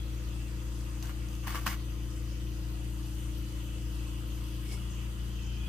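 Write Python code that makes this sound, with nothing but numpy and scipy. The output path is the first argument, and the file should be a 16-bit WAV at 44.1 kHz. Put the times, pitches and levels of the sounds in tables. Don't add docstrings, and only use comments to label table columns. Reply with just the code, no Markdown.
import sys
import numpy as np
from scipy import signal
from scipy.fft import rfft, irfft, next_fast_len
from scipy.io import wavfile
from scipy.ndimage import uniform_filter1d

SR = 44100
rng = np.random.default_rng(int(sys.argv[2]) if len(sys.argv) > 2 else 0)


def log_audio(samples):
    frames = np.atleast_2d(samples).T
    limited = np.clip(frames, -1, 1)
    pcm = np.round(limited * 32767).astype(np.int16)
    wavfile.write(sys.argv[1], SR, pcm)


def level_to_linear(level):
    exponent = np.asarray(level, float) / 20
    return 10 ** exponent


N = 250782

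# time in seconds, turns per second, load released from 0 to 1.
MOTOR_SPEED = [
    (0, 28.888, 0),
    (4.7, 28.647, 0),
    (4.715, 28.715, 1),
    (4.78, 29.007, 1),
    (5.7, 29.007, 1),
]
CRANK_START_RAD, CASING_LAG_RAD = 3.965, 2.0
RELEASED_LAG_RAD = .6
CASING_GROWTH_DB_PER_S = 0.56
# multiple of the speed, loaded level in dB, released level in dB, left-right in dB.
MOTOR_TONES = [(1, -65, -62, 8), (2, -36, -36, 3.5), (3, -57, -51.5, -3), (4, -45, -44.5, 9.5),
               (5, -55.5, -60, 1), (6, -56, -54.5, -1), (7, -54.5, -52, 1), (8, -128, -73, 5),
               (9, -73.5, -69, 10), (10, -55.5, -61.5, -1.5), (11, -51, -55, 1.5), (12, -59, -62, -2.5),
               (13, -71, -69, 2), (14, -80, -73, 10), (17, -75, -83, 10)]

# time in seconds, level in dB, pitch in Hz, time to fall 60 dB in seconds.
VALVE_PINGS = [
    (4.712, -56, 2150, .04),
    (4.742, -46, 2180, .05),
    (4.775, -50, 1400, .05),
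    (4.676, -53, 385, .25),
    (4.703, -52, 395, .1),
    (4.74, -51, 410, .16),
    (4.725, -53, 740, .06),
    (4.73, -56, 5300, .02),
]
# pitch in Hz, level in dB per Hz.
PUFF_COLOUR = [(300, -11), (520, -2), (740, -6), (1030, -13), (2120, -15), (4000, -17), (5400, -10),
               (6800, -15), (8500, -11), (11000, -19), (17500, -21)]
# pitch in Hz, width in Hz, level in dB.
PUFF_PEAKS = [(2220, 88, -10), (5150, 620, -10), (8070, 250, -17), (9600, 200, -20)]
PUFF_S, PUFF_DB, PUFF_RISE_DB_PER_S, PUFF_FALL_DB_PER_S = 4.733, -47, 181, 262

# time in seconds, bead in the core from 0 to 1, rod in the jet from 0 to 1.
WORK_IN_JET = [(0, 0.46, 0.2), (.45, 0, 0.5), (.9, 0.6, 0.23), (1.3, 0.27, 0.6), (1.9, 0.97, 0.25),
               (2.4, 1, 0.12), (2.9, 0.66, 0.42), (3.2, 0.7, 0.58), (3.7, 0.26, 0.78), (4.4, 0.47, 0.74),
               (4.85, 0.22, 1), (5.1, 0.33, 0.67), (5.4, 0, 0.7), (5.69, 0.3, 0.9)]
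# pitch in Hz, level in dB per Hz.
HISS_COLOUR = [(330, -21), (560, -8), (750, -2.5), (1170, 1), (1600, -4.5), (2300, -4), (2900, -1),
               (3850, -6), (6500, -7.5), (9160, -9), (11100, -18), (13000, -13), (15200, -15), (17500, -8)]
# pitch in Hz, width in Hz, level in dB under the hiss.
FLAME_PEAKS = [(498.2, 26, -12), (931, 70, -22), (1195, 250, -18.5), (1407, 80, -17), (1907, 240, -18.5),
               (4835, 140, -17.5), (6010, 98, -18), (6510, 290, -17.5), (7750, 310, -23.5),
               (10320, 250, -25), (12800, 550, -18)]
# pitch in Hz, width in Hz, level in dB.
NOZZLE_WHISTLES = [
    (2658, 170, -2.5),
    (2907, 520, -5),
    (2876, 36, -15.5),
    (3315, 240, -11.5),
    (9024, 630, -1.5),
    (12970, 400, -3),
]
HISS_DB, HISS_ROD_DB = -58.5, 0.32
LOW_DB, LOW_BEAD_DB = -59.5, -9
MAIN_DB, MAIN_ROD_DB = -66, 13.5
HIGH_DB, HIGH_BOTH_DB = -71, 30
OVERTONE_HZ, OVERTONE_WIDTH_HZ, OVERTONE_DB, OVERTONE_BEAD_DB = 5880, 120, -87.5, 16
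PEAK_WANDER_DB, FLUTTER_DB = 1.0, 1.2
# pitch in Hz, width in Hz, share lost from 0 to 1.
REFLECTION_DIPS = [(2240, 97, 0.23), (2765, 58, 0.25), (3860, 290, 0.18), (5410, 160, 0.23),
                   (7730, 270, 0.13)]
# time in seconds, level in dB, pitch in Hz.
SINGING_WHISTLE = [(0, -10, 3000), (1.0, 1, 3000), (1.75, 0, 3020), (2.0, 9.5, 3050), (2.4, 10, 3050),
                   (2.7, -4, 3030), (3.2, 2, 3030), (3.8, 1, 3010), (4.4, 1, 3060), (4.9, -5, 3040),
                   (5.3, 4, 3070), (5.58, 9.5, 3070), (5.69, -2, 3080)]
SINGING_DB, SINGING_WIDTH_HZ = -8.5, 68
# start in seconds, rise in seconds, pitch in Hz, width in Hz, dB.
SIDE_WHISTLES = [
    (5.47, .12, 2500, 150, -63),
    (5.585, .02, 3330, 100, -65),
    (5.645, .02, 3330, 60, -57),
    (5.25, .15, 3180, 110, -66),
]

# time in seconds, peak in dB, treble in dB, tail's time to fall 60 dB in seconds,
# bench brightness in dB per octave.
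TOOL_KNOCKS = [(1.026, -39.5, 9.5, .06, 14), (1.056, -48, 9, .04, 0), (1.071, -47, 7, .04, 0),
               (1.094, -37.5, -21, 0.077, 7), (1.286, -51, 11, .05, 0), (1.31, -50, 6, .04, 0),
               (1.33, -45, 4, .04, 0), (1.351, -43, 3.5, .05, 7), (1.4714, -27, -17, .05, -1),
               (1.5464, -28.5, -24, .06, -5), (1.6643, -19.5, -22, .045, 0), (1.4771, -39, -31, .045, 9),
               (1.479, -33, -26, 0.041, 4), (1.5486, -36, -27, .05, -5.5), (1.554, -32.5, -24, .05, 8),
               (1.559, -37, -24, .05, 9), (1.668, -27, -24, .04, 11), (1.673, -38, -20, 0.055, 2),
               (1.6745, -24, -30, 0.097, 2.5)]
# pitch in Hz, level in dB, time to fall 60 dB in seconds.
BENCH_RINGS = [(890, 1.5, 0.017), (1153, 11, 0.017), (1880, 0, 0.015), (1160, -32, 0.23), (1144, -15, 0.22),
               (2580, -10, 0.046), (1420, -11, 0.06), (1536, -6.5, 0.06), (1690, -12.5, 0.13),
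               (1815, -13.5, 0.087), (2220, -19, 0.041), (2857, -5.5, 0.024), (201, -9, 0.173),
               (306, -6, 0.04), (497, -16, 0.14)]
# pitch in Hz, level in dB, time to fall 60 dB in seconds.
BRASS_RINGS = [(4520, 11, .006), (5040, 5, 0.013), (5740, 8, .01), (6260, 8, 0.025), (7000, 7, 0.012),
               (9000, -6, .006), (12000, -12, .005)]
# start in seconds, length in seconds, level in dB, treble in dB, bench drone in dB.
TOOL_DRAGS = [
    (1.024, 0.089, -54, -0.5, -10),
    (1.277, 0.06, -73, 11, -6),
    (1.43, 0.038, -54.5, -3, 7),
    (1.465, 0.035, -47, 1, -8),
    (1.499, 0.048, -48, 2.5, 5),
    (1.549, 0.047, -47.5, 0.5, 4),
    (1.606, 0.05, -53, 1.5, -5),
    (1.657, 0.054, -45, 6, -1),
    (4.348, 0.044, -73, 10, -10),
    (1.713, 0.034, -46, 0, -9),
]
DRAG_ATTACK_S, DRAG_T60_S = 0.0076, 0.07
DRAG_SAG_DB_PER_S, TREBLE_SAG_DB_PER_S = 20, 32
# pitch in Hz, level in dB per Hz.
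SLIDE_COLOUR = [(350, -37), (600, -7.5), (905, -5), (1140, -2), (1400, -15), (1920, -5), (2300, -1.5),
                (3270, -15.5), (4490, -18.5), (9920, -23.5), (14400, -20), (17500, -15)]
DRONE_HZ, DRONE_WIDTH_HZ, DRONE_DB = 1163, 65, -8
# time in seconds, peak in dB, brightness in dB per octave.
LIGHT_TOUCHES = [(1.116, -50, 3), (1.467, -47, 2), (1.4857, -38, 0), (1.493, -44, 3), (1.504, -43, 2),
                 (1.508, -40, -5), (1.517, -46, 4), (1.52, -42, 0), (1.5268, -44, 5), (1.53, -42, 2),
                 (1.5375, -41, 0), (1.5643, -38, 2), (1.5707, -38, -6), (1.5757, -38, 3), (1.581, -42, 1),
                 (1.5872, -43, -6), (1.684, -41, 4), (1.688, -35, 0), (1.6895, -35, -3), (1.698, -35, 3),
                 (1.705, -38, 2), (1.711, -34, 3), (1.7285, -43, 4), (1.7307, -41, 4), (1.736, -42, -2),
                 (1.7378, -46, 3), (1.742, -45, 6), (1.762, -44, 1)]
# pitch in Hz, level in dB, time to fall 60 dB in seconds.
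TOUCH_RINGS = [(1080, -7.5, 0.041), (1157, -5.5, 0.033), (1380, -14, .02), (1580, -13, .02),
               (1980, -8, 0.023), (2240, -10, .025), (2750, -16, .015), (3250, -12.5, 0.011),
               (5000, -20, .006), (7500, -20, .004)]
# time in seconds, level in dB.
TIP_PINGS = [
    (1.4714, -66),
    (1.5464, -57),
    (1.6643, -49),
]
TIP_HZ, TIP_T60_S, TIP_LEAN_DB = 14435, .2, 8

# pitch in Hz, level in dB, left-right in dB, wander in dB.
STEADY_TONES = [
    (50.3, -57, 0, 2),
    (59.4, -64, 2, 1.5),
    (120.03, -59, 4, .6),
    (240.05, -71, 5, .6),
    (263, -73, 3, 2),
    (528.6, -74, 8, 1.5),
]
# pitch in Hz, level in dB per Hz.
RUMBLE_COLOUR = [(18, -37), (30, -4), (40, -10), (55, 1.5), (90, -3.5), (130, -13.5), (190, -6.5),
                 (230, -17), (330, -10), (420, -22), (500, -5), (560, -26), (620, -17), (700, -40)]
RUMBLE_DB = -50
ROOM_T60_S, ROOM_DB, ROOM_ALIKE = .25, -3, .5

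# pitch in Hz, likeness where 1 is the same.
SIDE_LIKENESS = [(60, 1), (130, 0.54), (290, 0.93), (500, 0.22), (700, 0.08), (900, 0.87), (1150, 0.066),
                 (1500, 0.49), (3100, 0.14), (6820, 0.074), (15000, 0.05)]
# pitch in Hz, left-right in dB.
SIDE_LEANING = [(60, 7.5), (110, -2), (200, 4.5), (380, 4), (700, 0.5), (1290, 3), (2380, -1.5), (4400, 2),
                (8120, 4.5), (15000, 2.5)]
# pitch in Hz, lag in radians.
RIGHT_LAG = [(400, 0), (560, 1.2), (700, 0), (900, 1.7), (1150, 0), (1400, -2), (2300, 0), (3400, 0),
             (4700, -1), (7000, -2), (9000, 2)]
SIDES = np.array([[.5], [-.5]])
TOP_HZ = 15490


def rms_one(x):
    return x / np.sqrt(np.mean(x ** 2) + 1e-20)


def evened(x):
    return x / np.sqrt(uniform_filter1d(np.mean(x ** 2, axis=0), size=SR // 40))


def in_time(rows):
    s, *columns = np.transpose(rows)
    return [np.interp(np.arange(N) / SR, s, column) for column in columns]


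def at_hz(points, hz):
    points = np.array(points)
    return np.interp(np.log(hz), np.log(points[:, 0]), points[:, 1])


def filtered(x, kind, hz):
    return signal.sosfilt(signal.butter(4, hz, kind, fs=SR, output="sos"), x)


def clicks_at(seconds, heights):
    clicks = np.zeros(N)
    clicks[np.round(np.asarray(seconds) * SR).astype(int)] = heights
    return clicks


def drift(rate):
    r = np.exp(-80 * np.pi * rate / SR)
    slow = signal.lfilter([1], [1, -2 * r, r * r], rng.standard_normal(N // 40 + 2002))[2000:]
    return np.interp(np.arange(N) / 40, np.arange(len(slow)), rms_one(slow - slow.mean()))


def ring(clicks, hz, t60):
    r = level_to_linear(-60 / (t60 * SR))
    w = 2 * np.pi * hz / SR
    return signal.lfilter([0, np.sin(w)], [1, -2 * r * np.cos(w), r * r], clicks + 1e-18)


def stereo(pair, hz, alike):
    alike = np.clip(alike, -.99, .99)
    mixed = np.sqrt(1 + alike) * pair[0] + np.sqrt(1 - alike) * pair[1] * 2 * SIDES
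    left, right = level_to_linear(at_hz(SIDE_LEANING, hz) * SIDES) * mixed
    lag = round(at_hz(RIGHT_LAG, hz) * SR / (2 * np.pi * hz))
    return np.array([left, np.roll(right, lag)])


def banded_noise(spectrum, patchy_db, extra_alike, count):
    out, together = 0, drift(2.3)
    edges = np.geomspace(spectrum[0][0], spectrum[-1][0], count + 1)
    white = rng.standard_normal((2, 2, N))
    for k, (low, high) in enumerate(zip(edges, edges[1:])):
        band = signal.butter(2, [low, high], "band", fs=SR, output="sos")
        pair = signal.sosfilt(band, white[k % 2])
        hz = np.sqrt(low * high)
        flicker = .15 * together + .6 * drift(5) + .9 * drift(28)
        gain = level_to_linear(at_hz(spectrum, hz) + patchy_db * flicker)
        out = out + gain * stereo(pair, hz, at_hz(SIDE_LIKENESS, hz) + extra_alike)
    return out / np.std(out.mean(axis=0))


def whistle(hz, width_hz, alike):
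    r = np.exp(-np.pi * width_hz / SR)
    section = [1, 0, -1, 1, -2 * r * np.cos(2 * np.pi * hz / SR), r * r]
    noise = signal.sosfilt([section, section], rng.standard_normal((2, N)))
    return stereo(rms_one(noise), hz, alike)


def motor():
    speed, released = in_time(MOTOR_SPEED)
    crank, out = CRANK_START_RAD + 2 * np.pi * np.cumsum(speed) / SR, 0
    lag_share = {2: 0, 3: 1.4, 6: .25, 7: .6, 8: .3, 14: .55}
    from_middle = np.arange(N) / SR - MOTOR_SPEED[1][0] / 2
    for order, loaded_db, released_db, lean_db in MOTOR_TONES:
        lag = CASING_LAG_RAD * lag_share.get(order, 1)
        if order == 11:
            lag = lag + np.pi
        if order in (6, 10, 12):
            lag = lag + RELEASED_LAG_RAD * released
        level_db = loaded_db + (released_db - loaded_db) * released + .3 * drift(1.5)
        if order in (10, 11):
            level_db += CASING_GROWTH_DB_PER_S * from_middle * (1 - released)
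        wave = np.cos(order * crank + lag - 0.19 * SIDES)
        out = out + np.sqrt(2) * level_to_linear(level_db + lean_db * SIDES) * wave
    return out


def valve():
    late = np.arange(N) / SR - PUFF_S
    air = evened(banded_noise(PUFF_COLOUR, patchy_db=-0.5, extra_alike=0.11, count=8))
    air = air + sum(level_to_linear(db) * whistle(hz, width, alike=0.27) for hz, width, db in PUFF_PEAKS)
    out = level_to_linear(PUFF_DB + np.minimum(PUFF_RISE_DB_PER_S * late, -PUFF_FALL_DB_PER_S * late)) * air
    for s, db, hz, t60 in VALVE_PINGS:
        out = out + ring(clicks_at(s, level_to_linear(db)), hz, t60)
    return out


def flame():
    bead, rod = in_time(WORK_IN_JET)
    low_db = LOW_DB + LOW_BEAD_DB * bead
    main_db = MAIN_DB + MAIN_ROD_DB * rod
    high_db = HIGH_DB + HIGH_BOTH_DB * bead * rod
    hiss = banded_noise(HISS_COLOUR, patchy_db=2.44, extra_alike=0.0064, count=18)
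    for hz, width, db in FLAME_PEAKS:
        wander_db = PEAK_WANDER_DB * np.clip(drift(0.89), -1.5, 1.5)
        hiss = hiss + level_to_linear(db + wander_db) * whistle(hz, width, alike=0.35)
    nozzle = 0
    drives_db = [low_db, main_db, main_db, main_db, high_db, high_db]
    for (hz, width, db), drive_db in zip(NOZZLE_WHISTLES, drives_db):
        flutter_db = FLUTTER_DB * np.clip(drift(4.7), -2, 2)
        nozzle = nozzle + level_to_linear(drive_db + db + flutter_db) * rms_one(whistle(hz, width, alike=0.6))
    overtone = whistle(OVERTONE_HZ, OVERTONE_WIDTH_HZ, alike=0.39)
    overtone = level_to_linear(OVERTONE_DB + OVERTONE_BEAD_DB * bead) * overtone
    hiss = level_to_linear(HISS_DB + HISS_ROD_DB * rod + 2.5) * dipped(hiss)
    return hiss + dipped(nozzle) + level_to_linear(main_db) * singing() + side_whistles() + overtone


def dipped(x):
    for hz, width_hz, share in REFLECTION_DIPS:
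        x = x - share * signal.lfilter(*signal.iirpeak(hz, hz / width_hz, fs=SR), x)
    return x


def singing():
    db, hz = in_time(SINGING_WHISTLE)
    r = np.exp(-np.pi * SINGING_WIDTH_HZ / SR)
    slow = signal.sosfilt([[1, 0, 0, 1, -2 * r, r * r]], rng.standard_normal((2, 2, N)))
    turn = 2 * np.pi * np.cumsum(hz) / SR
    tone = slow[0] * np.cos(turn) + slow[1] * np.sin(turn)
    return level_to_linear(SINGING_DB + db) * evened(stereo(tone, hz.mean(), alike=0.44))


def side_whistles():
    t, out = np.arange(N) / SR, 0
    for s, rise, hz, width, db in SIDE_WHISTLES:
        out = out + level_to_linear(db) * np.clip((t - s) / rise, 0, 1) * whistle(hz, width, alike=0.41)
    return out


def contact_noise():
    noise = banded_noise(SLIDE_COLOUR, patchy_db=1.0, extra_alike=0.063, count=12)
    body = rms_one(filtered(noise, "low", 3500))
    treble = filtered(noise, "high", 3500)
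    ringing = sum(level_to_linear(db) * rms_one(ring(noise, hz, t60)) for hz, db, t60 in BENCH_RINGS[3:12])
    body = body + level_to_linear(-1.5) * rms_one(ringing)
    low, upper = filtered(body, "low", 2300), filtered(body, "high", 2300)
    grain = level_to_linear(1.2 * np.clip(drift(140), -2, 2))
    drone = level_to_linear(DRONE_DB) * evened(whistle(DRONE_HZ, DRONE_WIDTH_HZ, alike=0.74))
    return grain * (evened(low) + level_to_linear(-5.5) * evened(upper)), grain * evened(treble), drone


def knocks(body, treble):
    s, peak_db, treble_db, tail_t60, bright_db = np.transpose(TOOL_KNOCKS)
    out, rings = np.zeros((2, N)), BENCH_RINGS + BRASS_RINGS
    luck_db = rng.normal(0, 1, (len(s), len(rings)))
    for k, (hz, db, t60) in enumerate(rings):
        if k < len(BENCH_RINGS):
            tilt_db = bright_db * np.log2(hz / DRONE_HZ) - 0.29 * treble_db
        else:
            tilt_db = treble_db
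        heights = (-1) ** k * level_to_linear(peak_db + db - 19 + luck_db[:, k] + tilt_db)
        out += level_to_linear(at_hz(SIDE_LEANING, hz) * SIDES) * ring(clicks_at(s, heights), hz, t60)
    crack = clicks_at(s, level_to_linear(peak_db + 0.33 * treble_db - 20.5))
    out += signal.lfilter([1], [1, -np.exp(-1 / (0.015 * SR))], crack + 1e-18) * treble
    for start, db, high_db, t60 in zip(np.round(s * SR).astype(int), peak_db, treble_db, tail_t60):
        dying = level_to_linear(db - 60 * np.arange(SR // 2) / SR / t60)
        span = slice(start, start + len(dying))
        tail = level_to_linear(-.3 * high_db - 25) * body[:, span] + level_to_linear(.5 * high_db - 14.5) * treble[:, span]
        out[:, span] += dying * tail
    return out


def slide(body, treble, drone):
    out, t = 0, np.arange(N) / SR
    for start, length, db, treble_db, drone_db in TOOL_DRAGS:
        since = np.maximum(t - start, 0)
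        dying_db = -DRAG_SAG_DB_PER_S * since - 60 * np.maximum(since - length, 0) / DRAG_T60_S
        scrape = level_to_linear(treble_db - TREBLE_SAG_DB_PER_S * since) * treble
        sound = body + level_to_linear(drone_db) * drone + scrape
        out = out + np.minimum(since / DRAG_ATTACK_S, 1) * level_to_linear(db + dying_db) * sound
    return out


def chatter():
    s, peak_db, bright_db = np.transpose(LIGHT_TOUCHES)
    luck_db, out = rng.normal(0, 2.4, (len(s), len(TOUCH_RINGS))), 0
    for k, (hz, db, t60) in enumerate(TOUCH_RINGS):
        tilt_db = bright_db * np.log2(hz / DRONE_HZ)
        heights = (-1) ** k * level_to_linear(peak_db + db + luck_db[:, k] + tilt_db)
        out = out + level_to_linear(at_hz(SIDE_LEANING, hz) * SIDES) * ring(clicks_at(s, heights), hz, t60)
    s, db = np.transpose(TIP_PINGS)
    return out + level_to_linear(TIP_LEAN_DB * SIDES) * ring(clicks_at(s, level_to_linear(db)), TIP_HZ, TIP_T60_S)


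def steady_tones():
    t, out = np.arange(N) / SR, 0
    for hz, db, lean_db, wander_db in STEADY_TONES:
        level = level_to_linear(db + lean_db * SIDES + wander_db * drift(0.62))
        out = out + np.sqrt(2) * level * np.sin(2 * np.pi * (hz * t + rng.random()))
    return out


def rumble():
    return level_to_linear(RUMBLE_DB) * banded_noise(RUMBLE_COLOUR, patchy_db=1.7, extra_alike=0.02, count=20)


def room(x):
    t = np.arange(round(ROOM_T60_S * SR)) / SR
    dying = level_to_linear(-60 * t / ROOM_T60_S) * (t > .003)
    shared, left, right = rng.standard_normal((3, len(t))) * dying
    echoes = np.sqrt(ROOM_ALIKE) * shared + np.sqrt(1 - ROOM_ALIKE) * np.array([left, right])
    echoes = level_to_linear(ROOM_DB) * echoes / np.linalg.norm(echoes, axis=1, keepdims=True)
    echoes[:, 0] = 1
    size = next_fast_len(N)
    wet = irfft(rfft(x, n=size) * rfft(echoes, n=size), n=size)[:, :N]
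    return wet / np.sqrt(1 + level_to_linear(2 * ROOM_DB))


def scene():
    body, treble, drone = contact_noise()
    tool = knocks(body, treble) + slide(body, treble, drone) + chatter()
    return motor() + valve() + room(flame()) + tool + steady_tones() + rumble()


def roll_off(x):
    return signal.sosfilt(signal.butter(12, 16040, fs=SR, output="sos"), x)


def record(dry):
    cut = signal.sosfilt(signal.ellip(12, .5, 60, TOP_HZ, fs=SR, output="sos"), dry)
    return roll_off(cut)


dry = scene()
out = record(dry)
log_audio(out)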